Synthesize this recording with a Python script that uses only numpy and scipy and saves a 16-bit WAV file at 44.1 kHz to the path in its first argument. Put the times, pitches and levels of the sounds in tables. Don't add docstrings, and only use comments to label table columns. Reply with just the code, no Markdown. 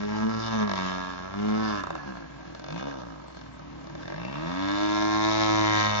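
import sys
import numpy as np
from scipy import signal
from scipy.fft import rfft, irfft, next_fast_len
from scipy.io import wavfile
from scipy.ndimage import uniform_filter1d, map_coordinates

SR = 44100
rng = np.random.default_rng(int(sys.argv[2]) if len(sys.argv) > 2 else 0)


def level_to_linear(level):
    exponent = np.asarray(level, float) / 20
    return 10 ** exponent


def output_pcm(signal):
    pcm = np.clip(np.atleast_2d(signal).T, -1, 1) * 32767
    wavfile.write(sys.argv[1], SR, np.round(pcm).astype(np.int16))


N = 264600

# time in seconds, exhaust level in dB,
# treble of the outlet in view in dB.
ENGINE = [(0, -34, -9.5), (.35, -35, -8.5), (.5, -29, -9.5), (.95, -32.5, -7), (1.3, -39, -11),
          (1.42, -35.5, -10.5), (1.8, -30.5, -8.5), (2, -33.5, -9.5), (2.3, -49, -20.5), (2.6, -44.5, -8),
          (2.8, -35.5, -9), (3.2, -45.5, -15.5), (3.65, -50.5, -27.5), (4.08, -39, -4.5),
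          (4.25, -39, -14.5), (4.7, -29, -7), (5.1, -26.5, -5), (6, -24, -4.5)]


def shaft():
    # time in seconds, speed in turns per second.
    open_throttle = [
        (0, 102.5),
        (.3, 111.5),
        (.52, 113),
        (.8, 93),
        (1.22, 90.5),
        (1.45, 106),
        (1.65, 110),
        (4.82, 104),
        (5.35, 108),
        (6, 105),
    ]
    # time in seconds, speed in turns per second.
    coasting = [(1.82, 97.5), (2, 75), (2.18, 57.5), (2.31, 48.5), (2.5, 41), (2.6, 42), (2.73, 52),
                (2.83, 66), (2.88, 73.5), (3, 64), (3.2, 50), (3.4, 43), (3.54, 39.3), (3.86, 35.5),
                (3.99, 37), (4.17, 51.5), (4.44, 81.5), (4.6, 96)]
    inertia_s = .09
    speed = uniform_filter1d(curves(sorted(open_throttle + coasting))[0], size=int(inertia_s * SR))
    turns = np.cumsum(speed) / SR
    at = np.round(all_pops()[0] * SR).astype(int)
    slip = np.interp(np.arange(N), at, np.unwrap(turns[at] % 1, period=1))
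    return speed, turns - uniform_filter1d(slip, size=3000)


def firing(speed):
    # speed in turns per second, crack level against the wash in dB, unevenness in dB.
    regularity = [
        (45, -3.5, 1.5),
        (70, -2.5, 1.2),
        (92, -1.4, .8),
        (107, -1.2, .8),
    ]
    # start in seconds, end in seconds.
    misfires = [
        (.65, .76),
        (1.81, 2.06),
        (2.52, 2.72),
        (3.83, 4.16),
    ]
    # time in seconds, extra unevenness in dB re 1 dB, width in seconds.
    shakes = [
        (.15, 3, .13),
        (.38, 0, .08),
        (1.42, 2, .1),
        (2.2, 0, .1),
        (3.3, 2, .06),
    ]
    choke_s, missed_crack_db, missed_uneven_db = .04, -12, 2.6
    t = np.arange(N) / SR
    rate, crack_db, uneven_db = np.transpose(regularity)
    missed = uniform_filter1d(sum(1. * (t > a) * (t < b) for a, b in misfires), size=int(choke_s * SR))
    crack_db = np.interp(speed, rate, crack_db) * (1 - missed) + missed_crack_db * missed
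    uneven_db = np.interp(speed, rate, uneven_db) * (1 - missed) + missed_uneven_db * missed
    return crack_db, uneven_db + swells(shakes), missed


def all_pops():
    # time in seconds, peak in dB, treble in dB.
    lone = [(0.675, -25, -39), (0.694, -20, -37), (0.714, -17.5, -33), (0.735, -19.5, -34),
            (0.756, -26, -34), (0.777, -27, -36), (1.804, -25, -42), (1.836, -20, -39), (1.869, -22, -49),
            (1.904, -20, -49), (1.952, -22, -54), (2.032, -32, -56), (2.548, -30, -46), (2.595, -29, -48),
            (2.641, -28, -45), (2.663, -30, -52), (2.684, -27, -47), (2.704, -27, -45), (2.724, -28, -46),
            (3.593, -32, -58), (3.87, -30, -54), (3.897, -31, -58), (3.951, -29, -51), (3.977, -36, -54),
            (4.03, -33, -52), (4.078, -29, -42), (4.1, -29, -49), (4.121, -27, -54), (4.141, -30, -49),
            (4.161, -31, -49), (4.249, -25, -49)]
    # time in seconds, peak in dB, treble in dB.
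    putts = [(2.619, -33, -48), (2.743, -39, -46), (2.761, -31, -50), (2.778, -28, -49), (2.794, -27, -55),
             (2.911, -29, -54), (3.219, -43, -59), (3.24, -34, -62), (3.26, -47, -59), (3.282, -35, -59),
             (3.369, -33, -55), (3.412, -38, -47), (3.436, -40.5, -54), (3.541, -48, -62), (3.62, -42, -62),
             (3.673, -42, -61), (3.728, -40, -54), (3.811, -38, -54), (3.842, -37, -48), (4.004, -38, -50),
             (4.055, -32, -44.5), (4.18, -30, -54), (4.198, -29, -53), (4.282, -31.5, -56),
             (4.355, -30, -50)]
    rows = np.vstack([lone, np.add(putts, [0, -2.5, -7])])
    return rows[np.argsort(rows[:, 0])].T


def crack_train(speed, turns):
    crack_db, uneven_db, _ = firing(speed)
    at = np.interp(np.arange(np.ceil(turns[0]), int(turns[-1]) + 1), turns, np.arange(N))
    i = at.astype(int)
    chance = rng.standard_normal((len(at), 2))
    size = level_to_linear(crack_db[i] + uneven_db[i] * chance[:, 0]) * np.sqrt(SR / speed[i])
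    return -spikes(at + .55 * uneven_db[i] * chance[:, 1], size)


def puff(pulses, decay_s=.0029):
    return signal.lfilter([1], [1, -np.exp(-1 / (decay_s * SR))], np.abs(pulses))


def silencer_bark(level, cracks, pops, wash):
    # frequency in Hz, level in dB.
    silencer = [(120, -43), (250, -3), (340, -19), (430, 4.5), (560, 4), (750, -2.5), (980, -5.5),
                (1300, 3), (1700, 3.5), (1900, -17.5), (2300, -39.5)]
    # frequency in Hz, level in dB.
    pipe_end = [(1300, -22.5), (1700, -8), (1900, 1), (2300, -8.5), (2700, -6.5), (3300, -46.5)]
    # time in seconds, rasp in dB.
    facing = [(0, -11), (.5, -13), (.8, -7), (1.2, -15.5), (1.7, -15.5), (2, -15.5), (2.8, -17), (3.5, -45),
              (4.1, -8), (4.4, -9), (5, -7.5), (5.5, -5.5), (6, -9.5)]
    bark = level * (cracks + .012 * puff(cracks) * noise_pair() + .55 * wash * noise_pair())
    bark += pops + .007 * puff(pops) * noise_pair()
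    return coloured(bark, silencer) + coloured(level_to_linear(curves(facing)[0]) * bark, pipe_end)


def outlet_sizzle(outlet, cracks, spits):
    # frequency in Hz, level in dB.
    hiss = [(1800, -66.5), (2600, -12), (3100, -1), (3600, 1.5), (4000, -4), (4300, -6.5), (4750, -8.5),
            (5500, -4.5), (6300, -11), (7000, -14.5), (8000, -43)]
    spit_s, spit_gain = .0007, .035
    cowl_ms, cowl_gain = 1.4, .33
    jet = .006 * puff(cracks) + spit_gain * puff(cracks, spit_s)
    sizzle = outlet * (.6 * cracks + jet * noise_pair())
    sizzle += spits + .03 * puff(spits) * noise_pair()
    answer = echoed(sizzle, cowl_ms * (1 + .03 * wobble(1.517)), cowl_gain)
    return coloured((sizzle + answer) / np.hypot(1, cowl_gain), hiss)


def pipe_resonances(charges, pops):
    # frequency in Hz, level in dB.
    thump = [(120, -30), (230, -8), (380, 0), (620, -2), (1000, -25)]
    # frequency in Hz, level in dB.
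    howl = [(720, -30), (900, -4), (1000, 0), (1110, -4), (1350, -30)]
    # time in seconds, level in dB, width in seconds.
    end_on = [
        (.55, -30, 0.17),
        (4.65, -17.5, .15),
        (5.3, -20.5, .45),
    ]
    # time in seconds, level in dB, width in seconds.
    from_behind = [
        (1.5, -14, 0.11),
        (1.9, -14, .15),
        (2.75, -10, 0.1),
        (2.91, -12, .04),
        (3.45, -5, .12),
        (4.05, -2, .13),
        (5.9, -10, .2),
    ]
    # time in seconds, level in dB, width in seconds.
    can_open = [
        (.55, -5.5, 0.067),
        (.85, -4.5, .13),
        (1.08, -4.5, 0.073),
        (1.85, 1.5, 0.16),
        (5.9, -5.5, 0.2),
    ]
    tail_hz, tail_wide_hz = 1630, 170
    struck = charges + pops
    tail = rung(swells(from_behind) * struck, tail_hz, tail_wide_hz)
    ring = level_to_linear(29) * rung(tail, tail_hz, 2 * tail_wide_hz)
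    ring -= level_to_linear(12) * rung(swells(can_open) * struck, 1290, 221)
    ring = ring + level_to_linear(-1.5) * coloured(pops[None], thump)
    return ring + coloured((swells(end_on) * charges)[None], howl)


def propeller_wash(strength):
    # frequency in Hz, level in dB.
    swish = [(1800, -52), (2500, -7.5), (3400, -1), (4300, -4.5), (5400, -3.5), (6300, -6.5), (7000, -13),
             (8000, -46.5)]
    # time in seconds, level in dB, width in seconds.
    buffets = [
        (1.85, -34, .1),
        (5.6, -27, .3),
    ]
    buffet = swells(buffets) * rung(rng.standard_normal(N), 163, 60)
    return coloured(.86 * strength * noise_pair(), swish) + buffet


def exhaust(speed, turns):
    # time in seconds, level in dB, width in seconds.
    flares = [
        (.45, -3.5, 0.031),
        (.8, -5.5, 0.073),
        (3.4, 11.5, 0.055),
        (4.75, -6.5, 0.16),
        (5.45, -4, 0.14),
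        (5.79, -1.5, 0.056),
    ]
    # delay in milliseconds, gain.
    reflections = [
        (.62, -.15),
        (1.05, .2),
        (2.9, .25),
        (4.3, -.2),
    ]
    near_db, wash_falls, missed_wash_db, missed_treble_db = -35, .6, -4, -6
    level_db, treble_db = curves(ENGINE)
    crack_db, _, missed = firing(speed)
    cracks = crack_train(speed, turns)
    wash_db = 2.44 * wobble(30) + missed_wash_db * missed - wash_falls * np.clip(level_db - near_db, 0, None)
    wash = np.sqrt(1 - level_to_linear(2 * crack_db)) * level_to_linear(wash_db)
    outlet = level_to_linear(level_db + treble_db + missed_treble_db * missed) * (1 + swells(flares))
    s, pop_db, pop_treble_db = all_pops()
    at = (s + .0008) * SR
    pops = -spikes(at, level_to_linear(pop_db + 16))
    spits = -spikes(at, level_to_linear(pop_treble_db + 22.5))
    gas = silencer_bark(level_to_linear(level_db), cracks, pops, wash)
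    gas += outlet_sizzle(outlet, cracks, spits)
    gas += propeller_wash(outlet * wash)
    gas += pipe_resonances(level_to_linear(level_db) * cracks, pops)
    gas = held_back(gas, 1100, 1700)
    bounced = sum(echoed(gas, ms * (1 + .082 * wobble(1.2)), gain) for ms, gain in reflections)
    return level_to_linear(-.5) * (gas + bounced)


def moving_colour(gas):
    # time in seconds, frequency in Hz, bandwidth in Hz,
    # change in dB, width in seconds.
    colour_moves = [(0.038, 770, 480, -7, .07), (.2, 980, 320, 2, 0.073), (0.24, 1200, 250, 4, 0.035),
                    (0.4, 600, 300, -7.5, 0.088), (0.36, 1300, 200, 5, 0.11), (.5, 780, 100, 3.5, 0.067),
                    (.45, 1800, 230, -5, 0.055), (0.41, 5000, 900, 6.5, 0.066), (0.576, 6100, 410, 10.5, .05),
                    (0.6, 6900, 600, -13.5, 0.088), (0.76, 8800, 500, 1.5, 0.046), (0.91, 1150, 270, 4, 0.22),
                    (1.15, 650, 420, -1.5, 0.059), (1.71, 1600, 580, 6.5, 0.41), (1.8, 820, 470, -11.5, 0.046),
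                    (1.67, 4900, 640, 9, 0.069), (1.8, 3700, 1700, -5.5, 0.061), (4.14, 330, 400, 5, 0.15),
                    (5.35, 3000, 1000, -5.5, 0.35), (4.64, 5700, 1500, -7, .2), (4.3, 2900, 400, 11, 0.083),
                    (5.4, 1100, 220, 1, 0.23), (5.28, 3900, 280, 5, 0.14), (7.2, 7000, 360, -8, .08),
                    (5.56, 610, 160, 3, 0.21), (5.22, 1200, 320, -8, 0.17), (5.55, 4900, 700, 2, .2),
                    (5.1, 1600, 400, 3, 0.18), (5.75, 5100, 340, -13.5, 0.24), (5.98, 5400, 650, 5.5, 0.029),
                    (1.9, 4800, 6500, -5.5, .06), (2.5, 1000, 250, -13, 0.13), (2.9, 520, 230, 8, 0.14),
                  (2.75, 2530, 160, 11, 0.099), (2.3, 3500, 450, -4.5, .2), (3.35, 4400, 290, 8, 0.12),
                  (3.93, 920, 560, -8, 0.14), (4.15, 2160, 340, -11, 0.2), (4.7, 1000, 270, -2, 0.19),
                  (4.1, 6600, 2000, -5.5, .12), (7, 620, 300, -1, .1), (5.35, 517, 170, -6, 0.33),
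                  (5.3, 860, 360, 5.5, 0.37), (.65, 1250, 330, 6.5, 0.046), (.1, 3000, 280, 3.5, .15),
                  (0.64, 1400, 230, -3.5, .08), (4.92, 1800, 320, -9, 0.23), (3.6, 2200, 800, -6.5, 0.14),
                  (0.2, 3550, 570, -9, 0.14), (1.2, 3100, 800, -4, 0.32), (6.2, 380, 120, -9, 0.79),
                  (0.15, 870, 88, 9, 0.061), (1.5, 850, 410, 2.5, 0.18), (5.85, 930, 250, 0.5, 0.19),
                  (4.3, 4300, 390, 1, 0.1), (5.3, 870, 120, 1, 0.17), (5.78, 1800, 200, 9.5, 0.097),
                  (1.4, 2700, 530, 4.5, 0.49), (2.08, 3600, 400, -9, 0.087), (2.3, 4300, 340, 7, .15),
                  (2.7, 3300, 280, 4, .1), (5.6, 4300, 240, 0.5, 0.18), (1.5, 400, 250, 3, 0.17),
                  (4.7, 1630, 350, 2, 0.073), (1.9, 3700, 300, 5, 0.061), (2.1, 1300, 330, -4.5, 0.1),
                  (5.3, 1090, 150, -2.5, 0.33), (5.14, 3000, 700, -2, .2), (.35, 1600, 300, -2, 0.19),
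                  (4.93, 1000, 320, -1.5, .15), (1.45, 4000, 400, -4, .15)]
    out = gas.copy()
    for s, hz, wide_hz, db, width in colour_moves:
        first, last = int((s - 3 * width) * SR), int((s + 3 * width) * SR)
        near = slice(max(0, first), min(N, last))
        bell = np.exp(-.5 * ((np.arange(N)[near] / SR - s) / width) ** 2)
        out[:, near] += (level_to_linear(db * bell) - 1) * rung(gas[:, near], hz, wide_hz)
    return out


def drone(speed, turns):
    # time in seconds, delay in milliseconds.
    bounce = [
        (0, 5.2),
        (.6, 4.7),
        (1.25, 5.5),
        (1.6, 5.5),
        (2.2, 6.7),
        (4.4, 6.7),
        (5.65, 6.7),
        (5.9, 7.8),
        (6, 7.9),
    ]
    # frequency in Hz, level in dB.
    body = [(60, -45), (105, -18), (165, -8), (215, -12), (280, -4), (322, 0), (360, -15), (600, -70)]
    # frequency in Hz, level in dB.
    idle_body = [(60, -41), (105, -16), (140, -8.5), (180, -5.5), (230, -12.5), (290, -3.5), (335, -4),
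                 (365, -16), (600, -72)]
    # time in seconds, drone change in dB, width in seconds.
    drone_moves = [
        (2.1, -0.5, .1),
        (2.45, 1, 0.16),
        (2.8, -5, 0.035),
        (3.05, 2, .1),
        (3.3, -6, .07),
        (3.6, 2, .15),
        (3.95, 1.5, .1),
        (4.25, -4, .1),
    ]
    # time in seconds, level in dB, width in seconds.
    throbs = [
        (.46, -39.5, 0.25),
        (1.58, -44.5, 0.23),
        (4.62, -50.5, 0.12),
        (5.7, -39, 0.31),
    ]
    # time in seconds, level in dB, width in seconds.
    blades = [
        (.07, -34.5, 0.099),
        (.27, -28.5, 0.059),
        (.37, -34.5, 0.031),
        (.46, -44, 0.046),
        (.56, -35, 0.031),
        (.645, -29.5, 0.05),
        (.79, -38, 0.092),
        (1.47, -30.5, 0.077),
        (1.62, -33.5, 0.082),
        (5.3, -42.5, .7),
    ]
    # time in seconds, level in dB, width in seconds.
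    thirds = [
        (.3, -48, 0.099),
        (1, -48.5, 0.21),
        (2.08, -46, 0.052),
        (2.77, -45.5, 0.081),
        (3.45, -55, 0.033),
        (4.22, -46.5, 0.14),
        (4.85, -37, 0.17),
    ]
    bounce_gain, load_db, stumble, missed_drone_db = .85, .018, 1.1, -5
    path_s = curves(bounce)[0] / 1000
    slow = np.clip((85 - speed) / 12, 0, 1)
    level_db = curves(ENGINE)[0] + sum(db * swells([(s, 0, width)]) for s, db, width in drone_moves)
    level_db = level_db + 1.5 + load_db * np.gradient(speed) * SR
    beams = {1: swells(throbs), 2: swells(blades), 3: swells(thirds), 4: level_to_linear(-7) * swells(blades[:-1])}
    _, uneven_db, missed = firing(speed)
    total = np.zeros(N)
    for k in range(1, 11):
        comb = np.abs(1 + bounce_gain * np.exp(2j * np.pi * k * speed * path_s)) / 2
        colour_db = (1 - slow) * along(body, k * speed) + slow * along(idle_body, k * speed)
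        waver = level_to_linear(stumble * uneven_db * wobble(21.93) + missed_drone_db * missed)
        gain = (level_to_linear(level_db + colour_db) * comb + beams.get(k, 0)) * waver
        total += gain * np.sqrt(2) * np.sin(2 * np.pi * (k * turns + rng.random()))
    return total


def ground_echo(gas):
    # time in seconds, delay in milliseconds, level in dB.
    grass = [
        (0, 4.4, -18),
        (1, 6.7, -15),
        (1.8, 4.77, -11),
        (2.5, 6.44, -10),
        (3.5, 6.44, -8),
        (4.5, 6.3, -11),
        (5.2, 6.65, -13),
        (6, 3.05, -17),
    ]
    delay_ms, ground_db = curves(grass)
    soft = signal.lfilter([.3], [1, -.7], gas)
    return echoed(soft, delay_ms, level_to_linear(ground_db))


def trees(x):
    # frequency in Hz, 60 dB decay time in seconds.
    decay = [(200, 0.33), (1500, .45), (6000, 0.05)]
    hz, t, z = signal.stft(rng.standard_normal(SR // 2), SR, nperseg=256)
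    tail = signal.istft(z * level_to_linear(-60 * t / along(decay, hz)[:, None]), SR, nperseg=256)[1]
    late = np.pad(x, ((0, 0), (500, 0)))
    return signal.fftconvolve(late, tail[None] / np.linalg.norm(tail), axes=1)[:, :N]


def background():
    # frequency in Hz, level in dB per Hz.
    still_air = [(25, -49), (55, -21), (100, -18.5), (200, -12), (350, -17.5), (600, -17.5), (1500, -22),
                 (2500, -29), (6000, -36.5), (8000, -39.5)]
    hum = np.sin(2 * np.pi * np.cumsum(61.6 + 2 * wobble(10)) / SR)
    air = coloured(noise_pair(), still_air)
    return level_to_linear(-51.5 + 1.1 * wobble(28)) * hum + level_to_linear(-47 + wobble(2)) * air


def noise_pair():
    # frequency in Hz, share of noise power that differs between ports.
    apart_share = [(200, 0.023), (700, 0.22), (2000, 0.56), (4500, 1), (7000, 0.57)]
    z = rfft(rng.standard_normal((3, N)))
    apart = np.clip(along(apart_share, np.fft.rfftfreq(N, 1 / SR)), 0, 1)
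    return irfft(np.sqrt(1 - apart) * z[0] + np.sqrt(apart) * z[1:], N)


def spikes(at, size):
    taps = np.floor(at)[:, None] + np.arange(-7, 9)
    offset = taps - at[:, None]
    kernel = np.sinc(offset) * np.cos(np.pi * offset / 16) ** 2
    index = np.clip(taps, 0, N - 1).astype(int)
    return np.bincount(index.ravel(), (kernel * size[:, None]).ravel(), N)


def echoed(x, delay_ms, gain):
    back = np.arange(N) - delay_ms * SR / 1000
    return gain * np.array([np.interp(back, np.arange(N), row, left=0) for row in x])


def rung(x, hz, wide_hz):
    return signal.lfilter(*signal.iirpeak(hz, hz / wide_hz, SR), x)


def held_back(x, hz, wide_hz):
    return x - 2 * rung(x, hz, wide_hz)


def response(spectrum, size=4096):
    cep = irfft(np.log(level_to_linear(along(spectrum, np.fft.rfftfreq(size, 1 / SR)))))
    cep[1:size // 2] *= 2
    cep[size // 2 + 1:] = 0
    return irfft(np.exp(rfft(cep)))[:size // 2]


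def coloured(x, spectrum):
    h = response(spectrum)
    return signal.fftconvolve(x, h[None] / np.linalg.norm(h), axes=1)[:, :N]


def along(points, hz):
    f, v = np.transpose(points)
    return np.interp(np.log(hz + 1), np.log(f + 1), v)


def curves(rows):
    s, *cols = np.transpose(rows)
    return [np.interp(np.arange(N) / SR, s, c) for c in cols]


def swells(rows):
    t = np.arange(N) / SR
    return sum(level_to_linear(db) * np.exp(-.5 * ((t - s) / width) ** 2) for s, db, width in rows)


def wobble(rate):
    return map_coordinates(rng.standard_normal(int(N * rate / SR) + 4), [np.arange(N) * rate / SR])


def scene():
    speed, turns = shaft()
    gas = moving_colour(exhaust(speed, turns))
    plane = gas + ground_echo(gas) + drone(speed, turns)
    return plane + level_to_linear(-19) * trees(plane) + background()


def band_limit(x):
    hz, _, z = signal.stft(x, SR, nperseg=1024)
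    loud_db = 10 * np.log10(uniform_filter1d(np.sum(np.abs(z[0]) ** 2, axis=0), size=9))
    chance = np.repeat(rng.random(60), 9)[:len(loud_db)]
    loud_top_hz = np.where(chance < .55, 7450, 7000)
    top_hz = np.where(loud_db < -45.3, 8100, loud_top_hz)
    return signal.istft(z * (hz[:, None] < top_hz), SR, nperseg=1024)[1][:, :N]


def top_cut(x):
    return signal.sosfilt(signal.butter(12, 8140, fs=SR, output="sos"), x)


def record(dry):
    # frequency in Hz, level in dB.
    left_port = [(380, 0), (520, 1.5), (720, -6.5), (950, 4), (1200, -10), (1450, -6), (1680, -9),
                 (1900, 1), (2300, 0)]
    # frequency in Hz, level in dB.
    right_port = [(380, 0), (520, 0), (750, -2), (870, -10), (1060, 3), (1300, 1.5), (1430, -10), (1600, 0),
                  (1950, -3.5), (2800, -4), (3650, -3), (4900, -7), (6950, -10), (7100, -24)]
    # frequency in Hz, phase in radians.
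    phase = [(20, 0), (300, .2), (600, .7), (800, .2), (1000, 1.55), (1150, 1.5), (1350, -1.5), (1480, 1.3),
             (1700, -.6), (2050, -.3), (3100, -3.5), (4200, -3.2), (5500, -7.3), (6400, -8.5)]
    # delay in milliseconds, gain.
    round_body = [
        (0, .6),
        (1.55, -.65),
        (3.05, .55),
    ]
    lag_s, round_above_hz = .00125, 3600
    m = next_fast_len(N + 8192)
    hz = np.fft.rfftfreq(m, 1 / SR)
    left = rfft(response(left_port), m)
    right = left * level_to_linear(along(right_port, hz) - along(left_port, hz))
    right = right * np.exp(1j * (along(phase, hz) - 2 * np.pi * hz * lag_s))
    scattered = sum(gain * np.exp(-2j * np.pi * hz * ms / 1000) for ms, gain in round_body)
    right *= 1 + (scattered - 1) / (1 + (round_above_hz / (hz + 1)) ** 10)
    ports = irfft(rfft(dry, m) * [left, right], m)[:, :N]
    return top_cut(band_limit(ports))


dry = scene()
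out = record(dry)
output_pcm(out)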